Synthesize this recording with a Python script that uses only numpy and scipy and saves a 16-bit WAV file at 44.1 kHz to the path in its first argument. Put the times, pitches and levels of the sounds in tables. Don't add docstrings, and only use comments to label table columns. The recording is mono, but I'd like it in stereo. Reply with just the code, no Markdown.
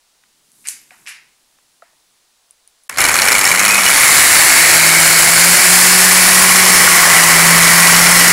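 import sys
import numpy as np
from scipy import signal
from scipy.fft import rfft, irfft
from scipy.io import wavfile

SR = 44100
rng = np.random.default_rng(int(sys.argv[2]) if len(sys.argv) > 2 else 0)


def unload_wav(signal):
    wavfile.write(
        sys.argv[1],
        SR,
        np.round(np.clip(np.atleast_2d(signal).T, -1, 1) * 32767).astype(np.int16),
    )


N = 366912

# frequency in Hz, level in dB per Hz.
GRIT_COLOUR = [(150, -20), (250, -12), (366, -8.5), (435, -10), (535, -5), (1070, -3), (1670, 0.5),
               (1920, 1.5), (3460, -11.5), (4410, -9.5), (6120, -6.5), (10300, -3), (12600, -10),
               (15600, -12.5)]

AIR_DB = -59
DROPOUT_S = (2.881, 2.8935)
TRIGGER_S, TRIGGER_DB = 2.8955, -12.5
RING_ROUGH = .035
CRACK_DB, CRACK_T60_S, CRACK_DB_PER_OCTAVE = -2, .008, -10
TAIL_DB_PER_OCTAVE, TAIL_ATTACK_S = -8.5, .004

SWELL_TOP_S, SWELL_HALF_S, SWELL_TOP_HZ, SWELL_BEND_HZ = 3.72, .3, 198, 42
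SWELL_DB, SWELL_EDGE_DB = -33.5, -16
SWELL_RING_DB, SWELL_RING_EDGE_DB = -17.5, -70
SWELL_RING_HZ, SWELL_WIDTH_HZ = 2500, 90

REBOUND_S, REBOUND_DB, REBOUND_SCATTER = .0095, -3.5, .15
KNOCK_T60_S, KNOCK_CRACK_DB, KNOCK_SPREAD_DB = 0.02, -11, 5
KNOCK_TICK_DB, KNOCK_TICK_T60_S = -24, 0.0025
RATTLE_SPREAD_DB = 6.5

GEAR_RATIO, POLE_PAIRS = 11 / 32, 6
HUM_WAVER_DB, WHINE_WAVER_DB = .8, 3.0
RUN_UP_FROM, RUN_UP_TO = 40, 198
TREBLE_DB, BASS_DB = (-10.5, 4, 2.5), (5, 0.5, 3)
THROB, RATTLE_DB = (0.3, 0.19, 0.22), (-12, -4, -2.5)
PEAK_WANDER_DB, RUMBLE_DB = 2.5, -37.5
BENCH_ECHO_S, BENCH_ECHO_DB = 0.001082, -16.5
ECHO_SWAY = .12

OVERLOAD, KNEE = 0.71, 12
CUTOFF_HZ = 15950


def amp(db):
    return 10 ** (np.asarray(db) / 20)


def rms_one(x):
    return x / np.sqrt(np.mean(x ** 2) + 1e-20)


def in_time(rows, before):
    s, *columns = np.transpose(rows)
    return [np.interp(np.arange(N) / SR, s, c, left=b) for c, b in zip(columns, before)]


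def at_hz(points, hz):
    point_hz, values = np.array(points).T
    return np.interp(np.log(hz), np.log(point_hz), values)


def drift(rate_hz):
    r = np.exp(-80 * np.pi * rate_hz / SR)
    noise = rng.standard_normal(N // 40 + 2002)
    slow = signal.lfilter([1], [1, -2 * r, r * r], noise)[2000:]
    return np.interp(np.arange(N) / 40, np.arange(len(slow)), rms_one(slow))


def resonance(x, hz, width_hz):
    r = np.exp(-np.pi * width_hz / SR)
    gain = (1 - r * r) / 2
    return signal.lfilter([gain, 0, -gain], [1, -2 * r * np.cos(2 * np.pi * hz / SR), r * r], x)


def butter(x, order, hz, kind="low"):
    return signal.sosfilt(signal.butter(order, hz, kind, fs=SR, output="sos"), x)


def band(x, low_hz, high_hz):
    return butter(x, 2, [low_hz, high_hz], "band")


def coloured(x, spectrum):
    hz = np.maximum(np.fft.rfftfreq(len(x), 1 / SR), 1)
    return irfft(rfft(x) * amp(at_hz(spectrum, hz)), len(x))


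def dying(impulses, t60):
    return signal.lfilter([1], [1, -amp(-60 / (t60 * SR))], impulses + 1e-18)


def by_state(values, free, away):
    labouring, faced, turned = values
    return labouring + free * (faced + away * (turned - faced) - labouring)


def background_air():
    # frequency in Hz, level in dB per Hz.
    air_colour = [(20, 2), (55, 0), (90, -10), (300, -5.5), (850, 0.5), (1600, -2), (2600, -2), (4000, 1),
                  (7000, -1), (10500, -2.5), (12000, -11), (15600, -9)]
    return amp(AIR_DB) * rms_one(coloured(rng.standard_normal(N), air_colour))


def hands():
    # time in seconds, rumble level in dB, rustle level in dB.
    rubbing = [(0.2, -78, -71), (0.44, -73, -66), (0.73, -63, -45), (0.88, -66, -57), (1.02, -62, -54),
               (1.2, -72, -68), (1.6, -77, -68), (2.2, -78, -71)]
    fade_out = (rubbing[-1][0] + .1, -100, -100)
    rumble_db, rustle_db = in_time(rubbing + [fade_out], before=[-100, -100])
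    low = band(band(rng.standard_normal(N), 110, 380), 90, 500)
    rumble = rms_one(low * amp(1.9 * drift(17.0)))
    thin = band(rng.standard_normal(N), 6400, 12000)
    rustle = rms_one(thin * amp(1.1 * drift(60.0)))
    return amp(rumble_db) * rumble + amp(rustle_db) * rustle


def clicks():
    # start in seconds, ring level in dB, pitch in Hz, tail level in dB.
    click_list = [(0.237, -38, 1960, -58), (0.518, -38, 10600, -54), (0.642, -38, 2400, -39),
                  (0.651, -41, 2380, -25), (0.672, -13, 8300, -32), (0.678, -15, 8300, -24),
                  (0.686, -5.5, 8200, -23), (0.816, -38, 12000, -58), (0.907, -27, 2120, -39),
                  (0.915, -39, 740, -33), (0.943, -39, 1400, -52), (1.058, -33, 2050, -50),
                  (1.064, -26, 2900, -29), (1.072, -16, 2500, -22), (1.083, -24.5, 8800, -33),
                  (1.085, -27, 1900, -45), (1.090, -26, 2720, -43), (1.253, -50, 1000, -70),
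                  (1.365, -54, 1280, -80), (1.586, -41, 1500, -66), (1.822, -30, 1320, -44),
                  (1.824, -33, 694, -40), (1.93, -55, 633, -76), (2.0, -50, 4200, -74),
                  (2.509, -32, 9500, -58), (2.676, -33.5, 9500, -58), (2.836, -41, 10100, -55),
                  (2.8964, -12.5, 1890, -34), (2.897, -18, 5500, -38), (2.922, -31, 4500, -50),
                  (2.944, -24, 4100, -50), (2.962, -20, 4200, -44)]
    # pitch in Hz, time to fall 60 dB in seconds.
    ring_t60 = [(700, 0.043), (1500, .006), (9000, 0.0063)]
    # frequency in Hz, time to fall 60 dB in seconds.
    room_t60 = [(500, 0.98), (1320, 0.43), (3480, 0.5), (6000, 0.33), (9190, 0.24), (14000, 0.18)]
    # frequency in Hz, level in dB per Hz.
    room_colour = [(410, -47), (700, -5), (1120, -3.5), (1850, 5.5), (2960, 0), (3400, -8.5), (3700, -4),
                   (4970, 1), (9140, 5), (11000, 7), (15600, -13)]
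    heard = 4 * SR
    out, trigger = np.zeros((2, heard))
    t = np.arange(SR // 8) / SR
    s, ring_db, pitch_hz, tail_db = np.transpose(click_list)
    starts = np.round(s * SR).astype(int)
    for at, db, hz in zip(starts, ring_db, pitch_hz):
        wander = np.cumsum(rng.normal(0, RING_ROUGH, len(t)))
        ring = np.sin(2 * np.pi * hz * t + wander)
        envelope = (1 - np.exp(-hz * t)) * amp(-60 * t / at_hz(ring_t60, hz))
        out[at:at + len(t)] += amp(db) * ring * envelope
    trigger[round(TRIGGER_S * SR)] = amp(TRIGGER_DB)
    room_noise = rms_one(coloured(rng.standard_normal(heard), room_colour))
    out += dying(trigger, CRACK_T60_S) * room_noise
    white = butter(rng.standard_normal(heard), 4, 11500)
    edges = 500 * 2 ** np.arange(0, 5.1, .5)
    for k, (low_hz, high_hz) in enumerate(zip(edges, edges[1:])):
        hz = np.sqrt(low_hz * high_hz)
        octaves_off = np.abs(np.log2(hz / pitch_hz))
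        cracks, sent = np.zeros((2, heard))
        cracks[starts] = amp(ring_db + CRACK_DB + CRACK_DB_PER_OCTAVE * octaves_off)
        crack = band(dying(cracks, CRACK_T60_S) * white, low_hz, high_hz)
        out += crack * np.sqrt(SR / 2 / (high_hz - low_hz))
        sent[starts] = amp(2 * (tail_db + TAIL_DB_PER_OCTAVE * octaves_off))
        power = dying(sent, at_hz(room_t60, hz) / 2) - dying(sent, 6 * TAIL_ATTACK_S)
        shifted = np.roll(room_noise, 999 * k)
        out += band(shifted, low_hz, high_hz) * np.sqrt(np.maximum(power, 0))
    return np.pad(butter(out, 4, 550, "high"), (0, N - heard))


def swell():
    off = np.clip((np.arange(N) / SR - SWELL_TOP_S) / SWELL_HALF_S, -2, 2) ** 2
    hz = SWELL_TOP_HZ - SWELL_BEND_HZ * off
    tone = np.sqrt(2) * amp(SWELL_DB + SWELL_EDGE_DB * off ** 2) * np.sin(2 * np.pi * np.cumsum(hz) / SR)
    ring = resonance(rng.standard_normal(N), SWELL_RING_HZ, SWELL_WIDTH_HZ)
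    ring = resonance(ring, SWELL_RING_HZ, SWELL_WIDTH_HZ)
    return tone + amp(SWELL_RING_DB + SWELL_RING_EDGE_DB * off) * rms_one(ring)


def knocks(turns, rattle_db):
    # time in seconds, strength in dB.
    loud_knocks = [(2.9732, -7.5), (2.9846, 0.5), (3.0043, 1.5), (3.015, -2), (3.04, 8), (3.0544, -3),
                   (3.0864, 2), (3.1054, -12), (3.1213, -3), (3.1414, -1), (3.1557, 2), (3.1754, -2),
                   (3.1879, 2), (3.2186, 3), (3.253, -1), (3.276, -1), (3.2846, 6), (3.3184, 9), (3.351, 4),
                   (3.3822, 4), (3.411, 2), (3.4414, 1.5), (3.466, 2), (3.49, 1), (3.5151, 5.5),
                   (3.5474, -0.5), (3.5753, -7), (3.5935, 3.5), (3.6275, -5), (3.65, 5), (3.6806, 5),
                   (3.7077, 0), (3.7448, 3), (3.7796, 1), (3.8062, -8), (3.8328, -4), (3.854, 6),
                   (3.8777, 3), (3.903, 0), (3.937, -5), (3.9622, -4), (3.9824, -4), (4.0104, -12),
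                   (4.0323, 2)]
    # frequency in Hz, width in Hz, level in dB.
    housing = [(1220, 260, -25.5), (1460, 270, -1.5), (2293, 154, 4), (2900, 59, 0), (4200, 540, -5),
               (4660, 190, -27), (5405, 150, -2), (6450, 750, -6.5), (7730, 550, -31), (9280, 800, -7.5),
               (10730, 250, -9)]
    s, db = np.transpose(loud_knocks)
    late, soft = rng.standard_normal((len(s), 2)).T
    rebound_s = s + REBOUND_S * (1 + REBOUND_SCATTER * late)
    s, db = np.r_[s, rebound_s], np.r_[db, db + REBOUND_DB + 2 * soft]
    jittered_turns = turns + .08 * drift(40.0)
    each_turn = np.flatnonzero(np.diff(np.floor(jittered_turns)) > 0)
    uneven = rng.normal(0, RATTLE_SPREAD_DB, len(each_turn))
    at = np.concatenate([(s * SR).astype(int), each_turn])
    db = np.concatenate([db, rattle_db[each_turn] + uneven])
    strengths = rng.normal(0, KNOCK_SPREAD_DB, (len(at), len(housing)))
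    blows, scrape = np.zeros(N), rng.standard_normal(N)
    blows[at] = amp(db + KNOCK_CRACK_DB)
    out = dying(blows, KNOCK_T60_S) * band(rms_one(coloured(scrape, GRIT_COLOUR)), 560, 9900)
    blows[at] = amp(db + KNOCK_TICK_DB)
    out += dying(blows, KNOCK_TICK_T60_S) * band(scrape, 3000, 16500)
    for (hz, width_hz, mode_db), own_db in zip(housing, strengths.T):
        blows[at] = amp(db + mode_db + own_db)
        out += resonance(dying(blows, KNOCK_T60_S) * scrape, hz, width_hz)
    return out


def tones(turns, hum_db, pole_db):
    # multiple of the armature speed, level in dB relative to the hum level.
    armature = [(1, 5), (4, -23), (6, -33), (8, -2.5), (11, -29), (24, -38), (27, -3.5), (33, -38)]
    # multiple of the pole tone, level in dB relative to the pole level.
    poles = [(1, 0), (2, -2), (3, -9), (6, -3), (12, -9), (18, -12), (24, -5)]
    pole_cycles = turns * GEAR_RATIO * POLE_PAIRS
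    out = np.zeros(N)
    for cycles, level_db, series in ((turns, hum_db, armature), (pole_cycles, pole_db, poles)):
        for multiple, db in series:
            waver_db = (HUM_WAVER_DB if multiple == 1 else WHINE_WAVER_DB) * drift(7)
            sine = np.sin(2 * np.pi * (multiple * cycles + rng.random()))
            out += np.sqrt(2) * amp(level_db + db + waver_db) * sine
    return out


def commutator(turns, level_db, free, away):
    # multiple of the armature speed, low-pass corner of its noise in Hz,
    # level in dB relative to the whir when labouring, when faced, when turned away.
    bars = [(26.62, 500, -30, -5.5, -27), (49.1, 360, -38, -14, -50)]
    out = np.zeros(N)
    for multiple, width_hz, *db in bars:
        rough = rms_one(butter(rng.standard_normal(N), 4, width_hz))
        out += amp(by_state(db, free, away)) * rough * np.sin(2 * np.pi * multiple * turns)
    return amp(level_db) * out


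def whir(turns, level_db, free, away):
    # frequency in Hz, width in Hz,
    # gain in dB when labouring, when faced, when turned away.
    casing_peaks = [(1095, 64.2, -34, -1, 5.5), (1990, 57, -30, -29, -2), (1975, 68, -8, -11, -6),
                    (2200, 190, 1, -2.5, -7), (4500, 985, -15, -5.5, 0), (5426, 550, -20, -7, 0.5),
                    (7400, 1100, 0.5, 1.5, -12), (10100, 2900, -1, -4.5, -11.5), (13740, 390, -29, -1, -33)]
    grit = rng.standard_normal(N) * amp(1.8 * drift(180.0))
    grit *= 1 + by_state(THROB, free, away) * np.cos(2 * np.pi * turns)
    plain = rms_one(coloured(grit, GRIT_COLOUR))
    casing = plain.copy()
    for hz, width_hz, *db in casing_peaks:
        peak_db = by_state(db, free, away) + PEAK_WANDER_DB * drift(0.64)
        casing += amp(peak_db) * resonance(plain, hz, width_hz)
    low = amp(by_state(BASS_DB, free, away)) * butter(casing, 2, 900)
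    high = amp(by_state(TREBLE_DB, free, away)) * butter(casing, 2, 3200, "high")
    mix = low - band(casing, 1200, 3560) + high
    rumble = amp(RUMBLE_DB) * rms_one(band(grit, 60, 256))
    return amp(level_db) * (rms_one(mix) + rumble)


def bench_echo(x):
    lag = BENCH_ECHO_S * SR * (1 + ECHO_SWAY * drift(.4))
    return x + amp(BENCH_ECHO_DB) * np.interp(np.arange(N) - lag, np.arange(N), x)


def scene():
    # time in seconds, speed in turns per s, hum level in dB, pole tone level in dB.
    armature_course = [(2.9, 67, -79, -73), (3.0, 64, -47, -43), (3.3, 103, -52.5, -39),
                       (3.55, 91, -51, -48), (3.8, 124, -64, -42), (4.0, 147, -44.5, -54),
                       (4.45, 162, -46, -33), (4.9, 164, -31, -33), (5.25, 166, -34.5, -36),
                       (5.54, 177, -27.5, -31), (5.6, 176, -47, -28), (5.68, 178, -29, -30.5),
                       (5.95, 182.5, -28, -30), (6.7, 184, -28.5, -34), (7.05, 172, -34, -32.5),
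                       (7.4, 168, -23.5, -35), (8.32, 176, -25.5, -51)]
    # time in seconds, whir level in dB.
    whir_course = [(2.893, -49), (2.9, -27.5), (2.965, -28.5), (2.99, -9), (3.07, -11), (3.87, -10.5),
                   (4.05, -7), (4.3, -6), (5, -7), (6, -7), (7.2, -5), (8.32, -5.5)]
    # time in seconds, turned away 0-1.
    swing = [(5.2, 0.01), (5.9, 0.08), (6.45, 0.6), (7.0, 1)]
    speed, hum_db, pole_db = in_time(armature_course, before=[0, -120, -120])
    level_db, = in_time(whir_course, before=[-120])
    away = np.clip(in_time(swing, before=[0])[0], 0, 1)
    free = np.clip((speed - RUN_UP_FROM) / (RUN_UP_TO - RUN_UP_FROM), 0, 1)
    turns = np.cumsum(speed) / SR
    t = np.arange(N) / SR
    heard = (t < DROPOUT_S[0]) | (t > DROPOUT_S[1])
    background = heard * (background_air() + hands() + clicks())
    rattle_db = level_db + by_state(RATTLE_DB, free, away)
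    drill = swell() + knocks(turns, rattle_db) + tones(turns, hum_db, pole_db)
    drill += bench_echo(commutator(turns, level_db, free, away) + whir(turns, level_db, free, away))
    mono = background + drill
    return np.array([mono, mono])


def record(dry):
    flattened = dry / (1 + np.abs(dry / OVERLOAD) ** KNEE) ** (1 / KNEE)
    cut = signal.cheby2(16, 30, CUTOFF_HZ, fs=SR, output="sos")
    return np.clip(signal.sosfiltfilt(cut, flattened), -1, 1)


dry = scene()
out = record(dry)
unload_wav(out)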